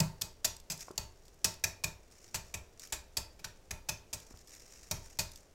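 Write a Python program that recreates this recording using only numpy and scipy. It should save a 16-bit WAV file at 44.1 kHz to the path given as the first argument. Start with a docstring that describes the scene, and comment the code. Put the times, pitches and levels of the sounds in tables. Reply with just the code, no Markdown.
"""A hard-boiled egg is tapped again and again on a steel kitchen sink: each blow is a burst of tiny fractures,
filtered to shell crack and egg clack, and the sink answers with a noise knock and damped modes.
Between taps, clumped fractures crackle as the fingers turn the egg and single flakes snap as short bursts.
A few soft pats sound as a decaying sine with a noise pat. Filtered noise makes the kitchen's hush,
and decaying noise makes the echoes of bowl and room."""
import sys
import numpy as np
from scipy import signal
from scipy.fft import rfft, irfft, next_fast_len
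from scipy.io import wavfile

SR = 44100
rng = np.random.default_rng(int(sys.argv[2]) if len(sys.argv) > 2 else 0)


def unload_wav(signal):
    """Save mono or channel-first audio to the path in sys.argv[1] as 16-bit WAV at rate SR, clipped to [-1, 1]."""
    wavfile.write(
        sys.argv[1],
        SR,
        np.round(np.clip(np.atleast_2d(signal).T, -1, 1) * 32767).astype(np.int16),
    )


N = 244578

# All levels are relative: each source applies its own trim or normalisation.
# blows of the egg on the sink: (time [s], shell crack level [dB], flake pitch [Hz], egg clack level [dB],
#   sink thud level [dB], thud pitch of that spot [Hz], swell [s], crush decay constant [s])
EGG_TAPS = [(0.0015, -33, 7700, -49, -23, 142, 0.0031, .0024),
            (0.2125, -35.5, 5000, -51, -44, 97, 0.0087, .002),
            (0.445, -27.5, 6560, -39.5, -41.5, 91, 0.0037, 0.0072),
            (0.6998, -37, 6030, -46, -43.5, 129, 0.0026, 0.0075),
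            (0.7165, -40, 7500, -58, -51, 130, 0.0036, .008),
            (0.978, -34.5, 4600, -47.5, -39, 91, 0.00086, 0.0025),
            (1.444, -26, 6300, -35.5, -38, 122, .0003, .008),
            (1.6384, -29.5, 6600, -33, -38.5, 97, 0.003, 0.0055),
            (1.838, -33.5, 5500, -36.5, -36.5, 100, 0.0051, 0.0051),
            (2.3437, -35.5, 7400, -39.5, -39, 99, 0.00043, 0.013),
            (2.54, -40, 7760, -42.5, -40, 94, 0.0028, .008),
            (2.9231, -34.5, 7200, -39, -41.5, 78, .0013, .013),
            (3.169, -32.5, 4870, -42, -39.5, 89, 0.0015, 0.0071),
            (3.391, -60.5, 5200, -60.5, -59, 137, .005, .007),
            (3.443, -43, 4400, -44, -46, 97, 0.0022, 0.0067),
            (3.708, -41.5, 6400, -42.5, -38.5, 93, 0.0047, 0.0019),
            (3.887, -33.5, 5800, -36.5, -40, 109, 0.0076, 0.0053),
            (4.1291, -37.5, 8200, -47.5, -44.5, 99, .004, 0.0089),
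            (4.911, -34, 5760, -44.5, -35, 97, 0.0017, 0.0065),
            (5.1883, -31, 4400, -39, -36.5, 108, 0.0011, .014)]
# single flakes snapping, some during a tap, at set times: (time [s], peak level [dB])
FLAKE_SNAPS = [(0.0034, -12), (0.2189, -18), (0.4784, -33), (0.5656, -33), (0.6005, -39.5), (0.7761, -32.5),
               (0.8071, -31), (0.912, -39), (1.2815, -42), (1.5409, -34.5), (2.1126, -45), (2.3584, -21.5),
               (2.796, -31), (2.8734, -37.5), (4.2014, -37), (4.4737, -40), (5.3173, -37.5),
               (5.3587, -35.5)]
# soft dull pats and bumps at the sink: (time [s], level [dB], pitch [Hz], t60 [s])
SOFT_PATS = [(0.883, -37, 1070, 0.015), (0.9066, -36, 370, 0.029), (4.309, -46, 260, 0.028),
             (4.34, -43.5, 83, 0.089)]
# bending modes of the sink floor: (frequency [Hz], level [dB], t60 [s])
FLOOR_MODES = [(22.4, 26, 1), (54.9, 4, .5), (68.1, 0.5, 0.56), (91.7, -5, 0.37), (104.9, -4.5, 0.37),
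               (129.8, -6.5, 0.31), (157.5, 3.5, 0.26), (188.3, 4.5, 0.26)]
# ringing modes of the steel bowl: (frequency [Hz], level [dB], t60 [s])
STEEL_MODES = [(381, -6, 0.5), (416.5, 0, 0.19), (597, 0.5, 0.36), (631.6, 3.5, 0.15), (899, 6.5, 0.34),
               (890, 0, 0.46), (1110, 1.5, 0.18), (1342, 1, 0.3), (1600, -11, 0.51), (1930, -1, 0.11),
               (2330, -28, .25), (2506, 10, 0.19), (2950, -9, 0.17), (4580, -6.5, 0.56), (4720, -11, 0.12)]
# spectrum of breaking shell: (frequency [Hz], level [dB])
SHELL_SPECTRUM = [(1500, -35), (2800, -11), (3700, -5.5), (4500, -1), (5500, 1), (6400, 1), (7800, -0.5),
                  (8900, -8.5), (11000, -7), (14000, -9), (16000, -15)]
# spectrum of the egg's clack: (frequency [Hz], level [dB])
EGG_SPECTRUM = [(150, -22.5), (450, -11.5), (640, -3), (780, 1.5), (1000, -3.5), (1250, -4), (1850, 2),
                (2120, -4.5), (2480, 7.5), (2900, -6), (3800, -2.5), (7000, -51)]
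# spectrum of shell flexing in the fingers: (frequency [Hz], level [dB])
CRACKLE_SPECTRUM = [(800, -14.5), (2200, -2.5), (3500, -10), (5500, 2.5), (7200, 2.5), (9000, -9.5),
                    (13000, -12.5), (16000, -17)]
# spectrum of the kitchen's hush and rumble: (frequency [Hz], level [dB])
HUSH_SPECTRUM = [(20, 1.5), (60, -2), (120, -10.5), (250, -14.5), (400, -11), (650, -15), (1000, -22.5),
                 (2000, -27.5), (4000, -30.5), (7000, -32.5), (10000, -37), (16000, -41)]
# spectrum of the sink's dense knock: (frequency [Hz], level [dB])
KNOCK_SPECTRUM = [(90, -28.5), (170, 1.5), (280, -4.5), (380, 0), (480, -7), (630, 5), (760, -8),
                  (920, 2.5), (1250, -8.5), (2000, -8.5), (3500, -20.5)]
# decay of the kitchen's reverberation: (frequency [Hz], t60 [s])
KITCHEN_DECAY = [(100, 0.63), (500, 0.24), (1500, 0.32), (4000, 0.32), (8000, 0.23), (15000, 0.19)]
# the fingers squeeze and turn the egg: (start [s], length [s], crackle level [dB])
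FINGER_TURNS = [(0.787, 0.033, -40), (1.209, 0.097, -68), (2.114, .19, -57.5), (2.443, .02, -52),
                (2.79, 0.065, -49.5), (3.39, .06, -66), (4.19, 0.24, -60.5), (4.471, 0.61, -53),
                (5.017, 0.12, -60.5), (5.27, 0.12, -56.5)]

TOP_HZ = 16000  # upper band limit
AGE = np.arange(SR * 3 // 4) / SR  # time since an event began [s]
CLACK_HZ, CLACK_SPREAD = 2390, 0.11  # the egg's own pitch, and its relative change with the grip
KNOCK_DB, KNOCK_FROM_THUD = -11.5, 0.49  # knock level is a blend of crack and thud: offset, share of thud
TURN_ATTACK_S, TURN_RELEASE_S, TURN_SAG_DB_PER_S = .01, 0.031, 8.5  # a squeeze builds, lets go, slackens
GRIP_DB = -68  # relative crackle level of the egg merely held
TICKS_PER_S, TICK_DB, TICK_SPREAD_DB = 9.8, 10, 6  # stray snaps: rate, offset from squeeze, +/- scatter


def amp(db):
    """Logarithmic level: 20 dB is a tenfold amplitude."""
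    return 10 ** (np.asarray(db) / 20)


def unit(x):
    """Power normalisation: x scaled to rms 1."""
    return x / np.sqrt(np.mean(x ** 2) + 1e-20)


def blow(x):
    """Energy normalisation: x scaled to the energy of 20 ms at rms 1."""
    return x / np.sqrt(np.sum(x ** 2) / (.02 * SR) + 1e-20)


def along(points, hz):
    """Logarithmic frequency scale: interpolates (frequency [Hz], value) points."""
    f, v = np.transpose(points)
    return np.interp(np.log(hz + 1), np.log(f + 1), v)


def add(track, s, x):
    """Superposition: x is summed into the track from time s."""
    start = max(0, round(s * SR))
    track[start:start + len(x)] += x[:max(0, N - start)]


def coloured(x, spectrum):
    """Minimum-phase filtering: a folded cepstrum gives the spectrum a causal response."""
    m = 2 * next_fast_len(len(x))
    level_db = along(spectrum, np.fft.rfftfreq(m, 1 / SR))
    cepstrum = irfft(np.log(amp(level_db)))
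    cepstrum[1:m // 2] *= 2
    cepstrum[m // 2 + 1:] = 0
    response = np.exp(rfft(cepstrum))
    return irfft(rfft(x, m) * response, m)[:len(x)]


def peaked(x, pitch_hz, width, boost_db):
    """Resonance: one band of x is lifted; width is a share of the pitch."""
    b, a = signal.iirpeak(pitch_hz, 1 / width, fs=SR)
    return x + amp(boost_db) * signal.lfilter(b, a, x)


def fractures(size, spiky_db):
    """Brittle fracture: dense tiny impulses, a few far larger than the rest."""
    strength_db = spiky_db * np.minimum(rng.standard_normal(size), 2)
    return unit(rng.standard_normal(size) * amp(strength_db))


def ringing(modes, scatter_db, detune, attack):
    """Modal decay: damped sines whose strengths and pitches shift with place and load of each blow."""
    hz, db, t60 = np.transpose(modes)[:, :, None]
    db = db + scatter_db * rng.standard_normal(hz.shape)
    hz = hz * (1 + detune * rng.standard_normal(hz.shape))
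    phase = rng.uniform(0, 2 * np.pi, hz.shape)
    decay = np.exp(-np.log(1000) * AGE / t60)
    waves = amp(db) * decay * np.sin(2 * np.pi * hz * AGE + phase)
    return waves.sum(axis=0) * (1 - np.exp(-AGE / attack))


def echoes(x, bowl_db, bowl_t60, room_db, room_delay):
    """Reverberation: x convolved with decaying noise for the quick sink walls and the longer kitchen."""
    hz, t, z = signal.stft(rng.standard_normal(len(AGE)), SR, nperseg=256)
    fade = np.exp(-np.log(1000) * t / along(KITCHEN_DECAY, hz)[:, None])
    onset = 1 - np.exp(-(AGE / room_delay) ** 2)
    room = signal.istft(z * fade, SR)[1][:len(AGE)] * onset
    bowl = rng.standard_normal(len(AGE)) * np.exp(-np.log(1000) * AGE / bowl_t60)
    answer = amp(room_db) * room / np.linalg.norm(room) + amp(bowl_db) * bowl / np.linalg.norm(bowl)
    return x + signal.fftconvolve(x, answer)[:len(x)]


def room_tone():
    """Stationary noise: the steady hush and low rumble of the kitchen."""
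    return amp(-61) * unit(coloured(rng.standard_normal(N), HUSH_SPECTRUM))


def squeeze():
    """Load envelope: a light grip plus attack, sagging hold and release for each turn, as a gain."""
    gain = np.full(N, amp(GRIP_DB))
    for s, length, db in FINGER_TURNS:
        attack = np.minimum(AGE / TURN_ATTACK_S, 1)
        release = np.exp(-np.maximum(AGE - length, 0) / TURN_RELEASE_S)
        add(gain, s, amp(db - TURN_SAG_DB_PER_S * AGE) * attack * release)
    return gain


def shell_handling():
    """Crackling noise: clustered fractures of the broken shell flexing between the fingers."""
    time = np.arange(N) / SR
    knots = np.arange(0, N / SR, .004)
    # the fractures come in clumps a few milliseconds long
    clumps_db = 5 * np.interp(time, knots, rng.standard_normal(len(knots)))
    grains = amp(clumps_db) * fractures(N, spiky_db=7)
    crackle = amp(-7) * squeeze() * unit(coloured(grains, CRACKLE_SPECTRUM))
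    return echoes(crackle, bowl_db=-7.5, bowl_t60=0.016, room_db=-12.5, room_delay=.012)


def sink(knock_db, thud_db, spot_hz):
    """Impulse response of a plate: a dense knock, ringing steel and the thud of the sink's floor."""
    dense = rng.standard_normal(len(AGE)) * (np.exp(-AGE / 0.032) + 0.47 * np.exp(-AGE / 0.074))
    knock = amp(knock_db + 2.0) * blow(coloured(dense, KNOCK_SPECTRUM))
    steel = ringing(STEEL_MODES, scatter_db=2, detune=.001, attack=.004)
    ring = amp(knock_db - 2.0) * blow(steel)
    # each spot on the floor favours the bending modes near its own pitch
    spot = []
    for hz, db, t60 in FLOOR_MODES:
        octaves = np.log2(hz / spot_hz)
        spot.append((hz, db - 20 * np.sqrt(octaves ** 2 + 0.1), t60))
    thud = amp(thud_db - 2.5) * blow(ringing(spot, scatter_db=3.0, detune=0.01, attack=0.0062))
    return knock + ring + thud


def taps():
    """Impact with crushing: the shell gives way over milliseconds while the egg pushes the steel."""
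    out = np.zeros(N)
    for s, crack_db, flake_hz, clack_db, thud_db, spot_hz, swell, crush in EGG_TAPS:
        # cracking starts abruptly at first touch, swells with the load and dies as the egg stops
        loading = np.interp(AGE, [0, swell], [.3, 1])
        force = loading * np.exp(-np.maximum(AGE - swell, 0) / crush)
        crack = coloured(force * fractures(len(AGE), spiky_db=8), SHELL_SPECTRUM)
        clack = coloured(force * fractures(len(AGE), spiky_db=3.0), EGG_SPECTRUM)
        # the size of the breaking flake and the angle of the egg colour each tap
        clack_hz = CLACK_HZ * np.exp(CLACK_SPREAD * rng.standard_normal())
        crack = peaked(crack, flake_hz, width=.15, boost_db=-5)
        clack = peaked(clack, clack_hz, width=0.1, boost_db=0)
        direct = amp(crack_db - 1.0) * blow(crack) + amp(clack_db - 2.5) * blow(clack)
        egg = echoes(direct, bowl_db=-6, bowl_t60=0.051, room_db=-11.5, room_delay=0.018)
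        knock_db = KNOCK_DB + crack_db + KNOCK_FROM_THUD * (thud_db - crack_db)
        add(out, s, egg + sink(knock_db, thud_db, spot_hz))
    return out


def stray_snaps():
    """Random fracture under load: (time [s], peak level [dB]) of small snaps, louder when squeezed."""
    count = round(TICKS_PER_S * N / SR)
    chance = rng.random((count, 2))
    at = (chance[:, 0] * N).astype(int)
    scatter_db = TICK_SPREAD_DB * (2 * chance[:, 1] - 1)
    peak_db = 20 * np.log10(squeeze()[at]) + TICK_DB + scatter_db
    return list(zip(at / SR, peak_db))


def snaps():
    """Sudden release of strain: loosened flakes snap one by one as short fracture bursts."""
    out = np.zeros(N)
    age = AGE[:SR // 20]
    for s, peak_db in list(FLAKE_SNAPS) + stray_snaps():
        burst = coloured(fractures(len(age), spiky_db=5.5) * np.exp(-age / 0.0014), SHELL_SPECTRUM)
        add(out, s, amp(peak_db - 4.5) * burst / np.abs(burst).max())
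    return echoes(out, bowl_db=-2.0, bowl_t60=0.019, room_db=-12.5, room_delay=0.0099)


def soft_pats():
    """Damped oscillation: each pat is dull noise and a few cycles of ring."""
    out = np.zeros(N)
    dull = [(150, -14), (400, 0), (1200, -2), (2200, -22), (4000, -45)]  # (frequency [Hz], level [dB])
    for s, db, hz, t60 in SOFT_PATS:
        noise = coloured(rng.standard_normal(len(AGE)), dull)
        pat = 0.38 * unit(noise) * np.exp(-AGE / 0.004)
        ring = np.sin(2 * np.pi * hz * AGE) * np.exp(-np.log(1000) * AGE / t60)
        add(out, s, amp(db - 0.5) * (ring + pat))
    return echoes(out, bowl_db=-18, bowl_t60=.06, room_db=-13, room_delay=.012)


def scene():
    """Superposition: everything at the sink, heard from one point."""
    return (room_tone() + shell_handling() + taps() + snaps() + soft_pats())[None]


def record(dry):
    """Band limitation: a very steep low-pass removes what lies above TOP_HZ."""
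    m = next_fast_len(N + SR)
    hz = np.fft.rfftfreq(m, 1 / SR)
    lowpass = 1 / (1 + (hz / TOP_HZ) ** 120)
    return irfft(rfft(dry, m) * lowpass, m)[..., :N]


dry = scene()
out = record(dry)
unload_wav(out)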